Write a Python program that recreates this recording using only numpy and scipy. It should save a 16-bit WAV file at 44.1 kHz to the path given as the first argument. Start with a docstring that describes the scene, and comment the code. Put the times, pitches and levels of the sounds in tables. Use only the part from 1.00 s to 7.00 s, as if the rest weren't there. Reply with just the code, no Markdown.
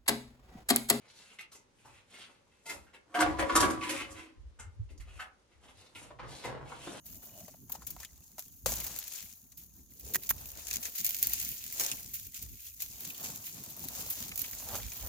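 """Soft scrapes and scattered knocks come first, then heavy clacks and a gritty drag, with low gusts and faint hiss.
A heavy stone is carried along a scaffold inside a roofless stone house, set down on the upper deck and dragged.
Knocks are bursts of random grit clicks that ring the struck piece, the deck boards and the steel frame.
Stone and soles slide as filtered grain noise; fading noise gives the bare walls' echo.
Wind is a wobbling low tone with slow noise at two microphone ports; open air is shaped noise.
"""
import sys
import numpy as np
from scipy import signal
from scipy.fft import rfft, irfft
from scipy.io import wavfile
from scipy.ndimage import uniform_filter1d

SR = 44100
rng = np.random.default_rng(int(sys.argv[2]) if len(sys.argv) > 2 else 0)


def to_wav(sig):
    """Store sig (one row per channel, or 1-D mono) as 16-bit WAV at the path in sys.argv[1].

    Samples outside -1..1 are clipped; the rate is SR.
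    """
    pcm = np.clip(np.atleast_2d(sig), -1, 1) * 32767
    pcm = np.round(pcm).astype(np.int16)
    wavfile.write(sys.argv[1], SR, pcm.T)  # frames by channels


N = 264600

# All table levels are settings that go in before the later gains, filters and echo.
# Blows: time_s (late in the build-up), strength_db, pitch_hz, deck_db, frame_db, grit_db
# (these three relative to the strength), contact_s (time constant of the fade)
BLOWS = [(0.391, -36.5, 2230, -23, -2, -16, 0.0054), (0.41, -50.5, 2140, -30, 12, 4, 0.003),
         (.428, -50, 2490, -28, 0, -16, 0.012), (0.52, -52.5, 1230, -10.5, -15, 2, 0.024),
         (0.551, -58, 6160, -2.5, 15.5, 1, 0.028), (0.854, -45.5, 846, -13, -18, -13, 0.023),
         (1.14, -54, 2210, -8, 11, -3, 0.013), (1.661, -44.5, 613, -15, 11.5, 0, 0.057),
         (1.694, -41, 2130, -9, 17, 5, 0.0093), (1.87, -57, 1480, -16.5, 3.5, -31, 0.029),
         (1.939, -49, 1760, -5, 12, -12.5, 0.018), (2.148, -23.5, 1100, -8, 3.5, -16.5, 0.013),
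         (2.206, -20.5, 1370, -10.5, 5.5, -5, 0.0075), (2.223, -17, 864, -11.5, 4, -41, 0.005),
         (2.262, -26, 740, -17, -16, -40, 0.026), (2.392, -32, 1380, 2, -29, -2, 0.011),
         (2.424, -26, 980, -8, -25, -17, 0.0037), (2.497, -30, 1140, 0.5, -17, -28, 0.007),
         (2.558, -19.5, 1140, 1.5, -7.5, 2.5, 0.0088), (2.604, -24.5, 1140, 0, -8, 3.5, 0.0088),
         (2.629, -24.5, 1162, 1.5, -14, -4, 0.0063), (2.65, -17.5, 340, -24, -24, -20, 0.013),
         (2.68, -28.5, 730, -13, -20, -13, 0.013), (2.706, -25.5, 1090, -17.5, -13, -8, 0.0036),
         (2.815, -39.5, 2260, -9, 11, -17, 0.0099), (2.896, -34, 2044, -5.5, -5, 3.5, 0.018),
         (3.594, -45, 1300, -12, 7, -27, 0.029), (3.596, -49.5, 7270, -34, -4, -13, 0.024),
         (3.893, -60.5, 2036, -5.5, 8, -14, 0.02), (3.905, -44, 328, -33.5, -24, -19, 0.018),
         (3.979, -52.5, 5670, -27, -2, -1, 0.00082), (4.004, -54, 2200, -33, 5, 0.5, 0.014),
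         (4.198, -33, 1470, -28.5, 5.5, -17.5, 0.024), (4.951, -43, 3040, -22, -5, -8, 0.00093),
         (4.958, -44, 2360, -7, 7, -6.5, 0.015), (5.109, -39, 630, -10, -20, -42, 0.0031),
         (5.194, -38.5, 1080, -4, -24, -42, 0.017), (5.232, -52.5, 1122, 8, -21, -34, 0.03),
         (5.443, -38.5, 2040, -4.5, 6, -8, 0.024), (5.447, -31.5, 458, -6.5, -8, -18.5, 0.025),
         (5.722, -37.5, 923, -4.5, -8, -33, 0.0029), (5.874, -25.5, 302, -11.5, -35, -38, 0.0061)]
# Slides over grit: start_s, length_s, grit_db, grit_pitch_hz, deck_rumble_db, sand_db, swell_db (over the slide)
SLIDES = [(0, 0.064, -68.5, 2240, -71, -86, -4), (0.09, 0.12, -69, 3900, -87, -74.5, 9),
          (0.229, 0.11, -71.5, 2640, -76.5, -73.5, 6), (0.794, 0.02, -73.5, 2600, -93, -73, -7),
          (0.847, 0.13, -71, 2530, -80.5, -76, 4.5), (1.11, 0.11, -62.5, 3060, -68.5, -70, 6),
          (1.282, 0.094, -71.5, 2400, -71, -77, -10), (1.52, 0.087, -72.5, 2390, -91, -86, -8.5),
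          (1.704, 0.033, -67, 2380, -50, -48.5, -4.5), (2.187, 0.12, -64, 1351, -31, -51.5, -11.5),
          (2.416, 0.21, -57, 1950, -38, -59.5, 1), (2.619, 0.12, -69, 1700, -39.5, -55, -1),
          (2.835, 0.17, -44.5, 2300, -44, -49.5, -1), (3.12, 0.02, -64, 2380, -49, -54.5, -14),
          (3.163, 0.065, -56.5, 2300, -57, -65.5, 1), (4.084, 0.079, -67, 2400, -68.5, -73.5, 7),
          (4.528, 0.0177, -73, 2570, -75, -84.5, -7.5), (4.641, 0.056, -65.5, 3040, -62.5, -71, -1),
          (4.78, 0.078, -64.5, 3864, -73, -69.5, -1), (4.984, 0.059, -61.5, 2870, -56.5, -59.5, 0),
          (5.297, 0.17, -54.5, 3900, -55.5, -60, -1), (5.483, 0.18, -79, 3500, -46, -79, -13.5),
          (5.685, 0.12, -59, 2970, -54, -62.5, -6), (5.829, 0.18, -56.5, 3060, -54.5, -56.5, 0.5)]
# Rumble and sand between slides, as weight shifts: rumble_db, sand_db
IDLE_DB = [-82.5, -85.5]
# While the stone drags, the upper deck rings; soles only thud on the lower one: start_s, end_s
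STONE_TIME = (2.1, 3.45)
# Ringing modes of the deck boards: pitch_hz, width_hz, level_db
DECK_MODES = [(313.1, 32, 12), (454, 25, -4.5), (551, 23, 2.5), (720.7, 13, 1), (991, 36, 5.5),
              (1129, 27, 2), (1383, 25, -7.5), (1590, 55, -5.5), (1684, 34, -7.5), (1890, 19, -11)]
# Ringing modes of the steel tubes: pitch_hz, width_hz, level_db
FRAME_MODES = [(885, 80, -2), (1395, 70, 0), (2092, 70, 2), (2590, 110, -2)]
# Echo of the walls: pitch_hz, t60_s (time to fall 60 dB), likeness of the two ports (0 to 1)
WALLS = [(80.36, 0.75, 1), (271.7, 0.46, 0.6), (590, 0.42, 0), (1444, 0.25, 0), (4246, 0.15, 0),
         (10000, 0.072, 0)]
# Gusts: start_s, length_s, level_db, centre_hz
GUSTS = [(0.859, 0.11, -71, 111.8), (1.761, 0.062, -61, 67.6), (2.243, 0.2, -44, 79.3),
         (2.551, 0.1, -41, 71.62), (2.673, 0.12, -52.5, 99.85), (2.879, 0.31, -59, 119.2),
         (3.393, 0.092, -50, 64.43), (3.597, 0.038, -57, 71.6), (3.643, 0.033, -49, 64.4),
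         (3.798, 0.016, -39, 95.06), (3.913, 0.027, -52, 64.6), (4.003, 0.012, -43, 62.7),
         (4.085, 0.1, -53.5, 67.2), (4.561, 0.25, -69.5, 72.5), (4.965, 0.34, -64, 107.6),
         (5.225, 0.11, -56, 132.4), (5.457, 0.2, -51, 134.5), (5.728, 0.23, -62.5, 131.7)]
# Shape of the open-air hiss: pitch_hz, level_db (relative)
AIR_SHAPE = [(59, -2), (100, 4), (570, 1.5), (674, -17), (780, -5.5), (6620, -16), (11000, -45.5),
             (15000, -49.5)]

BUILD_S = 0.009  # longest build-up of a contact, while its grit crushes
# Speed into and out of a slide, in dB per second; sand settles first
SLIDE_START_DB_S, SLIDE_STOP_DB_S, SAND_STOP_DB_S = 421, 215, 334
ECHO_DB, ECHO_RISE_S = 0.5, 0.0013
GUST_RISE_DB_S, GUST_FALL_DB_S = 599, 249  # dB per second up and down
CALM_DB = -79  # wind setting between gusts
AIR_DB = -70.5
MIC_SOFT_HZ, MIC_EDGE_HZ, TOP_HZ = 12400, 13100, 15900
PORT_LAG = 2  # samples by which the right port hears later


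def knocks():
    """Each blow is a short crumbling contact that clacks the piece, spits grit, jolts the frame and raps the deck."""
    t = np.arange(SR // 4) / SR
    clack = np.zeros(N + len(t))
    parts = np.zeros((3, N + len(t)))
    for time, strength_db, hz, *parts_db, contact in BLOWS:
        rise = min(BUILD_S, 3 * contact)
        shape = np.where(t < rise, (t / rise) ** 0.55, np.exp((rise - t) / contact))
        force = grains(8000, 2.9, size=len(t)) * shape
        # the random clicks are scaled to the same energy as the smooth shape
        force *= undb(strength_db) * np.sqrt(np.sum(shape ** 2) / np.sum(force ** 2))
        start = int((time - 0.72 * rise) * SR)
        at = slice(start, start + len(t))
        # stone hardly rings: one broad resonance, applied twice
        body = ring(ring(force, hz, hz / 2.6), hz, hz / 2.6)
        low_hz, high_hz = max(0.53 * hz, hz - 1400), min(1.55 * hz, hz + 1600)
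        clack[at] += undb(3.5) * body + undb(-2.0) * band(force, low_hz, high_hz)
        parts[:, at] += undb(parts_db)[:, None] * force
    push, jolt, grit = parts[:, :N]
    stone = stone_drags()
    sole_thud = undb(10.5) * band(push * ~stone, 180, 1300)
    # too brief to move the deck's lowest mode much
    rap = undb(31.0) * deck(band(push * stone, 580, 4800, order=1))
    spit = band(grit, 1300, 12000)
    return clack[:N] + sole_thud + undb(-2.5) * frame(jolt) + spit + rap


def drag():
    """Stone and soles slide over grit: coarse grains chatter at each slide's pitch, sand hisses, boards rumble."""
    chatter = grains(3000, 2.7) * judder(35, 2.5)
    coarse = 0
    rumble_gain, sand_gain = undb(IDLE_DB)
    for start, length, grit_db, hz, rumble_db, sand_db, swell_db in SLIDES:
        gain = stroke(start, length, SLIDE_START_DB_S, SLIDE_STOP_DB_S, swell_db)
        settling = stroke(start, length, SLIDE_START_DB_S, SAND_STOP_DB_S, swell_db)
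        colour = band(chatter, 0.42 * hz, 1.4 * hz) + undb(4.0) * ring(chatter, hz, hz / 4)
        coarse = coarse + undb(grit_db) * gain * unit(colour)
        rumble_gain = rumble_gain + undb(rumble_db) * gain
        sand_gain = sand_gain + undb(sand_db) * settling
    # the load rattles on the boards in lumps
    rattle = grains(1000, 2.5) * judder(30, 2.5)
    upper_deck = unit(deck(rattle))
    lower_deck = unit(band(rattle, 152, 1100))
    boards = np.where(stone_drags(), upper_deck, lower_deck)
    hiss = unit(band(grains(3500, 3.5), 5600, 11000))
    return coarse + undb(-3.5) * frame(coarse) + rumble_gain * boards + sand_gain * hiss


def stone_drags():
    """True for each sample at which the stone, rather than the soles, works the deck."""
    t = np.arange(N) / SR
    return (t > STONE_TIME[0]) & (t < STONE_TIME[1])


def deck(force):
    """The boards answer a force with their modes over a broad wooden thud."""
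    modes = 0
    for hz, width, db in DECK_MODES:
        # as the load shifts, other modes come forward
        shifting = force * judder(18, 5.0)
        modes = modes + undb(db) * ring(shifting, hz, width) / np.sqrt(width)
    return modes + undb(-30) * band(force, 240, 970)


def frame(force):
    """The steel tubes of the scaffold ring briefly when jolted."""
    return sum(undb(db) * ring(force, hz, width) for hz, width, db in FRAME_MODES)


def grains(rate, spread_db, size=N):
    """Grit breaking: random clicks, on average `rate` per second, some larger than the rest."""
    hit = rng.random(size) < rate / SR
    extra_db = spread_db * np.minimum(rng.exponential(size=size), 3.5)
    return unit(hit * rng.standard_normal(size) * undb(extra_db) + 1e-9)


def judder(rate, db):
    """Stick and slip: the grip changes in uneven, slightly smoothed steps, `rate` per second."""
    step = int(SR / rate)
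    levels = np.repeat(rng.standard_normal(N // step + 1), step)
    return undb(db * uniform_filter1d(levels, step // 2)[:N])


def stroke(start, length, rise_db_s, fall_db_s, swell_db=0):
    """Gain of one slide or gust: climbs to its start, swells while it lasts, then dies away."""
    t = np.arange(0, N, 16) / SR - start  # one value for every 16 samples
    held = swell_db * np.clip(t / length, 0, 1)
    db = held + rise_db_s * np.minimum(t, 0) - fall_db_s * np.maximum(t - length, 0)
    return np.repeat(undb(db), 16)[:N]


def walls(x, count=40):
    """The work shifts about, so the echo pattern drifts: overlapping pieces each get their own echo."""
    place = np.arange(N) / N * (count - 1)
    out = np.zeros((2, N))
    for k in range(count):
        near = np.flatnonzero(abs(place - k) < 1)
        first = near[0]
        piece = x[near] * np.cos(np.pi / 2 * (place[near] - k))
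        heard = signal.fftconvolve(piece[None], echo(), axes=1)
        out[:, first:first + heard.shape[1]] += heard[:, :N - first]
    return out


def echo():
    """Direct sound, then a quick swell of echoes from stone on all sides; the open roof drains it fast."""
    t = np.arange(SR // 3) / SR
    hz, t60, likeness = np.transpose(WALLS)
    likeness = np.clip(likeness, 0, 0.99)
    out = 0
    for centre in 40 * 2.0 ** np.arange(0.5, 9):  # octave bands
        decay = np.interp(np.log(centre), np.log(hz), t60)
        alike = np.interp(np.log(centre), np.log(hz), likeness)
        noise = rng.standard_normal((2, len(t)))
        mid, side = band(noise, centre / 2 ** 0.5, centre * 2 ** 0.5)
        fall = np.exp(-np.log(1000) * t / decay) * (1 - np.exp(-t / ECHO_RISE_S))
        fall /= np.sqrt(np.sum(fall ** 2))
        shared = np.sqrt((1 + alike) / 2) * mid
        opposed = np.sqrt((1 - alike) / 2) * side * np.array([[1], [-1]])
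        out = out + fall * (shared + opposed)
    out = undb(ECHO_DB) * out
    out[:, 0] += undb([-3.0, -3.5])  # direct sound, left and right
    return out


def wind():
    """Gusts and the swaying frame rumble: a wobbling tone whose centre wanders, partly alike at the ports."""
    starts, _, _, centres = np.transpose(GUSTS)
    gain = undb(CALM_DB)
    for start, length, db, _ in GUSTS:
        gain = gain + undb(db) * stroke(start, length, GUST_RISE_DB_S, GUST_FALL_DB_S)
    t = np.arange(N) / SR
    turn = np.exp(2j * np.pi * np.cumsum(np.interp(t, starts, centres)) / SR)
    # slow noise makes the tone wobble in level and phase
    slow_filter = signal.butter(3, 22.0, fs=SR, output="sos")
    slow = signal.sosfilt(slow_filter, rng.standard_normal((6, N)))
    left, right, both = ((slow[:3] + 1j * slow[3:]) * turn).real
    wobble = unit(np.array([left, right]) + 0.52 * both)
    eddies = unit(band(rng.standard_normal((2, N)), 43, 77))  # slow eddies at each port
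    return gain * (wobble + undb(-2.5) * eddies)


def air():
    """Faint outdoor hiss: noise shaped by pitch, alike left and right only in the bass."""
    f = np.maximum(np.arange(N // 2 + 1) * SR / N, 1)
    hz, db = np.transpose(AIR_SHAPE)
    shape = undb(np.interp(np.log(f), np.log(hz), db))
    mid, side = rfft(rng.standard_normal((2, N))) * shape
    side = side * np.minimum(f / 700, 1)
    return undb(AIR_DB) * unit(irfft(np.array([mid + side, mid - side]), N))


def undb(db):
    """Turn decibels into a gain."""
    return 10 ** (np.asarray(db) / 20)


def unit(x):
    """Scale to an rms (average strength) of 1."""
    return x / np.sqrt(np.mean(x ** 2))


def band(x, lo_hz, hi_hz, order=2):
    """Keep the sound between two pitches with a smooth band-pass filter."""
    return signal.sosfilt(signal.butter(order, [lo_hz, hi_hz], "band", fs=SR, output="sos"), x)


def ring(x, hz, width_hz):
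    """One resonance with gain 1 at its centre; a narrower width rings longer."""
    return signal.lfilter(*signal.iirpeak(hz, hz / width_hz, fs=SR), x)


def scene():
    """Work on the scaffold heard through the walls' echo, with wind and open air."""
    return walls(knocks() + drag()) + wind() + air()


def record(dry):
    """Two ports, the right one slightly late; the microphone dulls the top and the recorder cuts it off."""
    ports = np.array([dry[0], np.roll(dry[1], PORT_LAG)])
    soft = signal.sosfilt(signal.butter(3, MIC_SOFT_HZ, fs=SR, output="sos"), ports)
    edged = signal.sosfilt(signal.cheby1(8, 0.5, MIC_EDGE_HZ, fs=SR, output="sos"), soft)
    return signal.sosfilt(signal.ellip(10, 0.2, 80, TOP_HZ, fs=SR, output="sos"), edged)


dry = scene()
out = record(dry)
to_wav(out)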